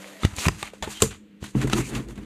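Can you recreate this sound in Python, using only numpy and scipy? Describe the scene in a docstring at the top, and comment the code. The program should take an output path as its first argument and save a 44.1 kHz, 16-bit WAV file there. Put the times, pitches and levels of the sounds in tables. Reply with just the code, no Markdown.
"""Stiff cards are handled over a wooden table, close by, in a small room with a faint hum.
First a packet is cut and closed: edges click, and squeezed-out air makes soft thumps.
Next one card slides off with a papery rub, touches down and is snapped flat, ringing as it springs back.
Last the deck is picked up and worked in the hands: it rumbles and knocks, and the table top rings low."""
import sys
import numpy as np
from scipy import signal
from scipy.fft import rfft, irfft
from scipy.io import wavfile
from scipy.ndimage import uniform_filter1d

SR = 44100
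rng = np.random.default_rng(int(sys.argv[2]) if len(sys.argv) > 2 else 0)


def digitize_waveform(pressure):
    """Quantize a signal to 16-bit integers and store it at the path in sys.argv[1].

    Rows of a 2-D input are taken as channels; values are limited to [-1, 1].
    """
    field = np.atleast_2d(pressure).T
    bounded = np.clip(field, -1, 1)
    quanta = np.round(bounded * 32767).astype(np.int16)
    wavfile.write(sys.argv[1], SR, quanta)


N = 99225

# tones of the hum: f/Hz, level/dB
HUM_TONES = [(204.5, -52.5), (305.5, -59)]
# tone colour of the quiet room air: f/Hz, relative level/dB
AIR_COLOUR = [(30, -17), (130, -16), (200, -3), (300, -8), (500, -13), (700, -29), (1000, -30), (1600, -26),
              (2800, -26), (6000, -40), (15000, -52)]
# tone colour of the room's echo: f/Hz, relative level/dB
ECHO_COLOUR = [(60, 35.5), (250, 11.5), (900, 0), (2800, 2), (7500, 9.5), (15000, -3)]
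# how the rumble of the handled deck rises and falls: t/s, level/dB
RUMBLE_LEVELS = [(1.418, -45.5), (1.448, -47), (1.535, -66), (1.556, -27), (1.66, -33), (1.71, -36.5),
                 (1.787, -29), (1.857, -42.5), (1.958, -27.5), (2.05, -41), (2.11, -37.5), (2.15, -49),
                 (2.189, -41.5), (2.25, -44.5)]
# tone colour of that rumble: f/Hz, relative level/dB
RUMBLE_COLOUR = [(25, -25), (58, -0.5), (85, -18), (125, 1.5), (170, -9.5), (210, 4), (260, 1.5), (320, 1),
                 (430, -7), (560, -18), (900, -26), (4000, -62)]
# blows on the table: t/s, level/dB, f/Hz, strength of the table's ring/dB
TABLE_KNOCKS = [(.232, -27.5, 307, 3.5), (0.4643, -21, 150, -14), (0.4848, -17, 357, -18),
                (0.735, -30, 511, -20.5), (0.826, -19.5, 640, -9.5), (0.8747, -25.5, 367, -7),
                (1.0219, -12, 427, 1.5), (1.0323, -14.5, 406, -19), (1.440, -37, 246, -3.5),
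                (1.5516, -15, 273, -3), (1.559, -22.5, 304, -16), (1.566, -22, 185, -4),
                (1.607, -21.5, 237, -3.5), (1.6353, -20.5, 310, -7), (1.645, -17.5, 312, -0.5),
                (1.652, -14.5, 253, -11), (1.733, -12, 281, -8.5), (1.796, -24, 175, -12),
                (1.924, -36, 277, -25), (1.998, -23.5, 265, -22), (2.089, -31.5, 317, -12),
                (2.176, -34.5, 215, -4)]
# notes at which the table top rings: f/Hz, relative level/dB, time to fade by 60 dB/s
TABLE_NOTES = [(65.6, -16.5, .3), (108, -4.5, 0.076), (136.7, 3, 0.21), (211, 9, 0.13), (263.3, -8.5, 0.2),
               (318, -17.5, 0.16), (352, 3.5, 0.018), (444.7, 1, 0.13), (531, -2.5, 0.088),
               (1173, 14, 0.039)]
# air squeezed out as packets close: t/s, level before filtering/dB, rise and fall time/ms
AIR_PUFFS = [(0.2511, 4, 1.09), (.336, -18.5, 3.7), (0.385, -15, 4.5), (0.4697, -4, 1.1), (0.4816, -5, 1.7),
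             (0.545, -32, 3.9), (0.632, -23.5, 0.45), (0.8337, -13, 5.7), (0.8734, -22.5, 1.5),
             (1.0232, -8, 1.5), (1.0309, -20.5, 1.6), (1.429, -16.5, 1.07), (2.189, -22.5, 1)]
# pitch bands that a card favours: f/Hz, width/Hz, strength/dB
CARD_RESONANCES = [(1050, 300, -15), (1975, 255, -13.5), (2590, 730, -5.5), (3427, 3300, -6),
                   (4700, 440, -9), (6620, 2400, -4), (8720, 1100, -13), (11500, 470, -25.5)]
# rasps of a dragged card, pitched by how it is held: t/s, length/s, f/Hz, width/Hz, level/dB
CARD_RASPS = [(0, 0.26, 555, 240, -51.5), (0.13, .09, 1900, 300, -56), (0.371, 0.11, 310, 300, -43),
              (0.39, 0.017, 5400, 895, -35), (0.458, 0.002, 2570, 300, -28.5), (0, 0.19, 11250, 2530, -64),
              (0.638, 0.044, 2380, 900, -44.5), (.905, 0.045, 3150, 706, -54.5),
              (0.959, 0.035, 3140, 450, -44), (1.095, 0.039, 2700, 834, -54),
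              (1.807, 0.066, 2380, 610, -44), (0.84, 0.011, 3610, 890, -41.5),
              (1.742, 0.065, 318, 141, -29.5)]
# card faces rubbing: t/s, length/s, low level/dB, middle level/dB, high level/dB
FACE_RUBS = [(-.025, 0.13, -51.5, -53.5, -53), (0.093, .11, -59, -56, -58),
             (0.211, 0.045, -41, -42.5, -42.5), (0.274, 0.2, -49.5, -60, -53),
             (0.366, 0.048, -53, -38, -34.5), (0.411, 0.046, -35, -41, -33.5),
             (0.475, 0.086, -51.5, -56.5, -51), (0.569, 0.061, -50, -51.5, -45.5),
             (0.626, 0.053, -46, -50.5, -50), (0.721, 0.11, -70, -71, -65), (0.822, 0.069, -46, -56, -51.5),
             (0.888, 0.033, -45.5, -46.5, -38.5), (0.911, 0.076, -52.5, -50, -47),
             (1.007, 0.039, -36.5, -48, -30.5), (1.111, 0.042, -56.5, -55.5, -59.5),
             (1.419, 0.044, -50, -49, -47.5), (1.458, 0.052, -64, -64, -56),
             (1.545, 0.044, -45.5, -52.5, -48.5), (1.599, 0.031, -35, -43.5, -40),
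             (1.70, 0.04, -38, -40, -41), (1.744, 0.055, -34.5, -48, -34.5),
             (1.828, 0.068, -51, -57.5, -42.5), (1.887, 0.11, -43.5, -54.5, -54),
             (1.936, 0.028, -37.5, -44.5, -38.5), (1.981, 0.055, -54.5, -83, -56),
             (2.075, 0.037, -50.5, -65, -53), (2.141, 0.097, -56.5, -65, -63)]
# bent cards springing back, with notes that depend on bend and grip:
# t/s, time for the lowest note to fade by 60 dB/s, list of (f/Hz, level/dB)
CARD_SPRINGS = [(0.0437, 0.0091, [(2200, -28.5)]), (.2342, 0.029, [(1290, -21), (2100, -26.5),
                (3520, -24)]), (.2502, 0.017, [(1420, -22), (1950, -14), (2900, -16), (3520, -18)]),
                (.4543, 0.011, [(2350, -14.5)]), (.4580, 0.017, [(1110, -15.5)]),
                (.4840, 0.024, [(1060, -16.5), (1300, -16.5), (1870, -13.5), (2600, -18.5), (4900, -14)]),
                (.6279, 0.035, [(820, -24), (1180, -23.5), (2750, -23.5), (3650, -34)]),
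                (.8252, 0.09, [(630, -26), (900, -30.5), (1130, -30.5), (1800, -30.5), (3400, -27),
                (7000, -31.5)]), (.876, 0.04, [(877, -28), (1060, -42)]), (1.0210, 0.034, [(1080, -15),
                (1250, -17), (3080, -16.5), (3450, -16.5), (3820, -20.5), (6500, -14), (7000, -10),
                (8340, -14)]), (1.616, 0.036, [(1560, -31.5)]), (1.6770, 0.02, [(1550, -33), (2050, -30)]),
                (1.7325, 0.031, [(1310, -18.5), (1700, -30), (2720, -43), (3900, -18.5)])]
# card edges clicking: t/s, low level/dB, middle level/dB, high level/dB, decay time/ms
EDGE_CLICKS = [(0.043, -40, -53, -54, 0.73), (.2340, -49, -35, -43, 0.68), (.2500, -35, -30, -26.5, 2),
               (0.3649, -60, -46, -26.5, 0.67), (0.383, -33, -40, -50, 4), (.4540, -19.5, -48, -42, 1.15),
               (0.4625, -31, -52, -31, 3.2), (0.466, -39, -26, -34, 1.5), (0.4835, -21.5, -26, -22.5, 2),
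               (0.4913, -24.5, -53, -54, 1), (0.6279, -27.5, -31, -30.5, 1.7), (0.733, -57, -65, -61, 31),
               (0.8247, -47, -35.5, -41, 5.5), (.8330, -41, -44, -39.5, 3.6), (0.8408, -37, -59, -42.5, 9),
               (.8750, -41, -54, -62, 1.4), (1.003, -43, -52, -43.5, 9.4), (1.0204, -28, -30, -14, 4.3),
               (1.0251, -18.5, -31, -19.5, 0.77), (1.0315, -48, -60, -27, 2.2),
               (1.108, -48.5, -50.5, -54, 20), (1.4242, -61, -50.5, -67, 5.8), (1.44, -42, -53, -46, 8.1),
               (1.5503, -40, -75, -65, 7.6), (1.6145, -37.5, -39.5, -40.5, 4.7),
               (1.672, -39.5, -65.5, -43, 11), (1.698, -33.5, -40, -39, 3), (1.7265, -35.5, -43, -39, 8.6),
               (1.732, -27, -23.5, -28, 3), (1.9503, -45, -38.5, -46.5, 12), (2.0856, -57, -58, -51, 2.9),
               (2.1560, -65, -65, -60, 7.7), (2.176, -51, -64, -61, 14), (2.2340, -55, -54, -61, 1.1)]
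# tone colour of the microphone: f/Hz, gain/dB
MIC_COLOUR = [(4100, 0), (5200, -6.5), (6400, 0), (7200, 1), (9500, -1), (13000, 2.5)]

HUM_WAVER_HZ, HUM_WAVER_DB, AIR_DB = 6, 2.5, -56
ECHO_DB, ECHO_T60_S, ECHO_ONSET_S = -13.5, 0.29, 0.008  # T60 is the time to fade by 60 dB
KNOCK_PEAK_CYCLES, TABLE_DB = 0.59, -6
THUMP_CUT_HZ, THUMP_RING_HZ, THUMP_T60_S, THUMP_RING_DB = 53.4, 100.5, .11, -12.5
LOW_HZ, MIDDLE_HZ, HIGH_HZ, TOP_HZ = 543, 1700, 4450, 10640  # borders of a card's three bands
RUB_GRIT, RUB_ATTACK_S, RUB_RELEASE_S, RUB_FLUTTER_DB = .33, 0.053, 0.021, 1
SPRING_DAMPING = 0.34  # the larger this is, the sooner high notes fade
CLICK_GRIT, CLICK_RISE_MS = .3, .2
PEAK_LIMIT, LOW_CUT_HZ, HIGH_CUT_HZ = .85, 41, 15150


def undb(db):
    """Turn decibels into a number to multiply by."""
    return 10 ** (np.asarray(db) / 20)


def unit(x):
    """Scale a sound to an average (rms) level of 1."""
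    return x / np.sqrt(np.mean(x ** 2) + 1e-20)


def add(out, start, x):
    """Mix a sound in at a time in seconds."""
    i = max(int(start * SR), 0)
    out[i:i + len(x)] += x[:max(len(out) - i, 0)]


def colour(x, points):
    """Turn pitches up or down along a curve of (f/Hz, gain/dB) points."""
    hz, db = np.array(points).T
    f = np.maximum(np.fft.rfftfreq(len(x), 1 / SR), 1)
    return irfft(rfft(x) * undb(np.interp(np.log(f), np.log(hz), db)), len(x))


def resonate(x, hz, width):
    """Keep the band around one pitch and weaken the rest."""
    return signal.lfilter(*signal.iirpeak(hz, hz / width, SR), x)


def ring(hz, t60):
    """One struck note that fades by 60 dB in t60 seconds."""
    t = np.arange(N // 4) / SR
    return np.sin(2 * np.pi * hz * t) * np.exp(-np.log(1000) * t / t60)


def drift(size):
    """A random wander of about 1 either way, smoothed over `size` samples."""
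    return unit(uniform_filter1d(uniform_filter1d(rng.standard_normal(N), size), size))


def background():
    """Quiet room air with a slightly wavering hum."""
    hum = np.zeros(N)
    for hz, db in HUM_TONES:
        gain = undb(db + HUM_WAVER_DB * drift(size=2000))
        pitch = hz + HUM_WAVER_HZ * drift(size=2000)
        hum += gain * unit(np.sin(2 * np.pi * np.cumsum(pitch) / SR))
    return hum + undb(AIR_DB) * unit(colour(rng.standard_normal(N), AIR_COLOUR))


def room_echo(x):
    """A small furnished room answers with a short, blurred echo."""
    t = np.arange(N // 4) / SR
    envelope = np.exp(-np.log(1000) * t / ECHO_T60_S) * np.minimum(t / ECHO_ONSET_S, 1) ** 2
    tail = colour(rng.standard_normal(len(t)), ECHO_COLOUR) * envelope
    return undb(ECHO_DB) * signal.fftconvolve(x, unit(tail) / np.sqrt(len(t)))[:N]


def deck_rumble():
    """The deck rumbles as it drags and jostles between fingers and table."""
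    times, db = np.array(RUMBLE_LEVELS).T
    envelope = undb(np.interp(np.arange(N) / SR, times, db, left=-np.inf))
    return unit(colour(rng.standard_normal(N), RUMBLE_COLOUR)) * envelope


def table_knocks():
    """Fingers and deck hit the table: a few fading swings, then the top rings."""
    t, blows, force = np.arange(N) / SR, np.zeros(N), np.zeros(N)
    for start, db, hz, ring_db in TABLE_KNOCKS:
        cycles = np.maximum(t - start, 0) * hz
        age = cycles / KNOCK_PEAK_CYCLES
        envelope = age * np.exp(1 - np.minimum(age, 20))
        push = undb(db) * np.sin(2 * np.pi * cycles) * envelope
        blows += push
        force += push * undb(ring_db) * 2 * hz / SR
    top = sum(undb(db) * ring(hz, t60) for hz, db, t60 in TABLE_NOTES)
    return blows + undb(TABLE_DB) * signal.fftconvolve(force, top)[:N]


def packet_thumps():
    """Closing packets push out a puff of air and leave a short, low ring."""
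    t = np.arange(N) / SR
    puffs = -sum(undb(db) * np.exp(-np.abs(t - at) * 1000 / ms) for at, db, ms in AIR_PUFFS)
    puffs = signal.sosfiltfilt(signal.butter(2, THUMP_CUT_HZ, "high", fs=SR, output="sos"), puffs)
    tail = signal.fftconvolve(puffs, ring(THUMP_RING_HZ, THUMP_T60_S))[:N] * np.pi * THUMP_RING_HZ / SR
    return puffs + undb(THUMP_RING_DB) * tail


def grit(size, spread):
    """Paper fibres catch unevenly: noise whose strength jumps every 8 samples."""
    noise = rng.standard_normal(size)
    catches = np.repeat(rng.standard_normal(size // 8 + 1), 8)[:size]
    return noise * np.exp(spread * catches)


def card_bands(force):
    """A pushed card vibrates; its sound comes back as a low, a middle and a high band."""
    x = force
    for hz, width, db in CARD_RESONANCES:
        x = x + undb(db) * resonate(x, hz, width)
    bands = (LOW_HZ, MIDDLE_HZ), (MIDDLE_HZ, HIGH_HZ), (HIGH_HZ, TOP_HZ)
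    return [signal.sosfilt(signal.butter(2, band, "band", fs=SR, output="sos"), x) for band in bands]


def card_rasps(fade_s=0.0087):
    """A card held taut sings around one pitch while it is dragged."""
    t, out = np.arange(N) / SR, np.zeros(N)
    for start, length, hz, width, db in CARD_RASPS:
        time_outside = np.maximum(np.maximum(start - t, t - start - length), 0)
        envelope = np.exp(-(time_outside / fade_s) ** 2)
        rasp = resonate(resonate(grit(N, RUB_GRIT), hz, width), hz, width)
        out += undb(db) * envelope * unit(rasp)
    return out


def face_rubs():
    """Card rubs on card or wood: each stroke swells and then dies away."""
    t, power = np.arange(N) / SR, np.zeros(N)
    flutter = undb(RUB_FLUTTER_DB * drift(size=300))
    bands = [unit(x) for x in card_bands(grit(N, RUB_GRIT) * flutter)]
    for start, length, *levels in FACE_RUBS:
        swell = np.clip((t - start) / RUB_ATTACK_S + .5, 0, 1) ** 2
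        fade = np.exp(-np.maximum(t - start - length, 0) / RUB_RELEASE_S)
        power = power + (undb(levels)[:, None] * swell * fade) ** 2
    low, middle, high = np.sqrt(power) * bands
    return low - middle + high  # the minus sign joins the bands smoothly


def card_springs():
    """A bent card springs back and rings; its higher notes die sooner."""
    out = np.zeros(N)
    for start, t60, notes in CARD_SPRINGS:
        lowest_hz = notes[0][0]
        for hz, db in notes:
            add(out, start, undb(db) * ring(hz, t60 * (lowest_hz / hz) ** SPRING_DAMPING))
    return out


def edge_clicks():
    """A card's edge slips free with a crack that dies in milliseconds."""
    out, t = np.zeros(N), np.arange(4096) / SR
    for start, *levels, decay_ms in EDGE_CLICKS:
        envelope = np.exp(-t * 1000 / decay_ms) * (1 - np.exp(-t * 1000 / CLICK_RISE_MS))
        gain = np.sqrt(np.mean(envelope ** 2)) * 2  # keeps unit() from boosting short clicks
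        bands = card_bands(grit(len(t), CLICK_GRIT) * envelope)
        low, middle, high = (undb(db) * unit(x) for db, x in zip(levels, bands))
        add(out, start, gain * (low - middle + high))
    return out


def scene():
    """Mix the card sounds with the room; the thumps and the background get no echo."""
    near = edge_clicks() + card_springs() + face_rubs() + card_rasps() + table_knocks() + deck_rumble()
    return (near + room_echo(near) + packet_thumps() + background())[None]


def record(dry):
    """The microphone colours the treble; loud peaks are rounded, the lowest and highest pitches cut."""
    x = colour(dry[0], MIC_COLOUR)[None]
    x = PEAK_LIMIT * np.tanh(x / PEAK_LIMIT)
    x = signal.sosfiltfilt(signal.butter(2, LOW_CUT_HZ, "high", fs=SR, output="sos"), x)
    return signal.sosfilt(signal.ellip(10, .2, 80, HIGH_CUT_HZ, fs=SR, output="sos"), x)


dry = scene()
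out = record(dry)
digitize_waveform(out)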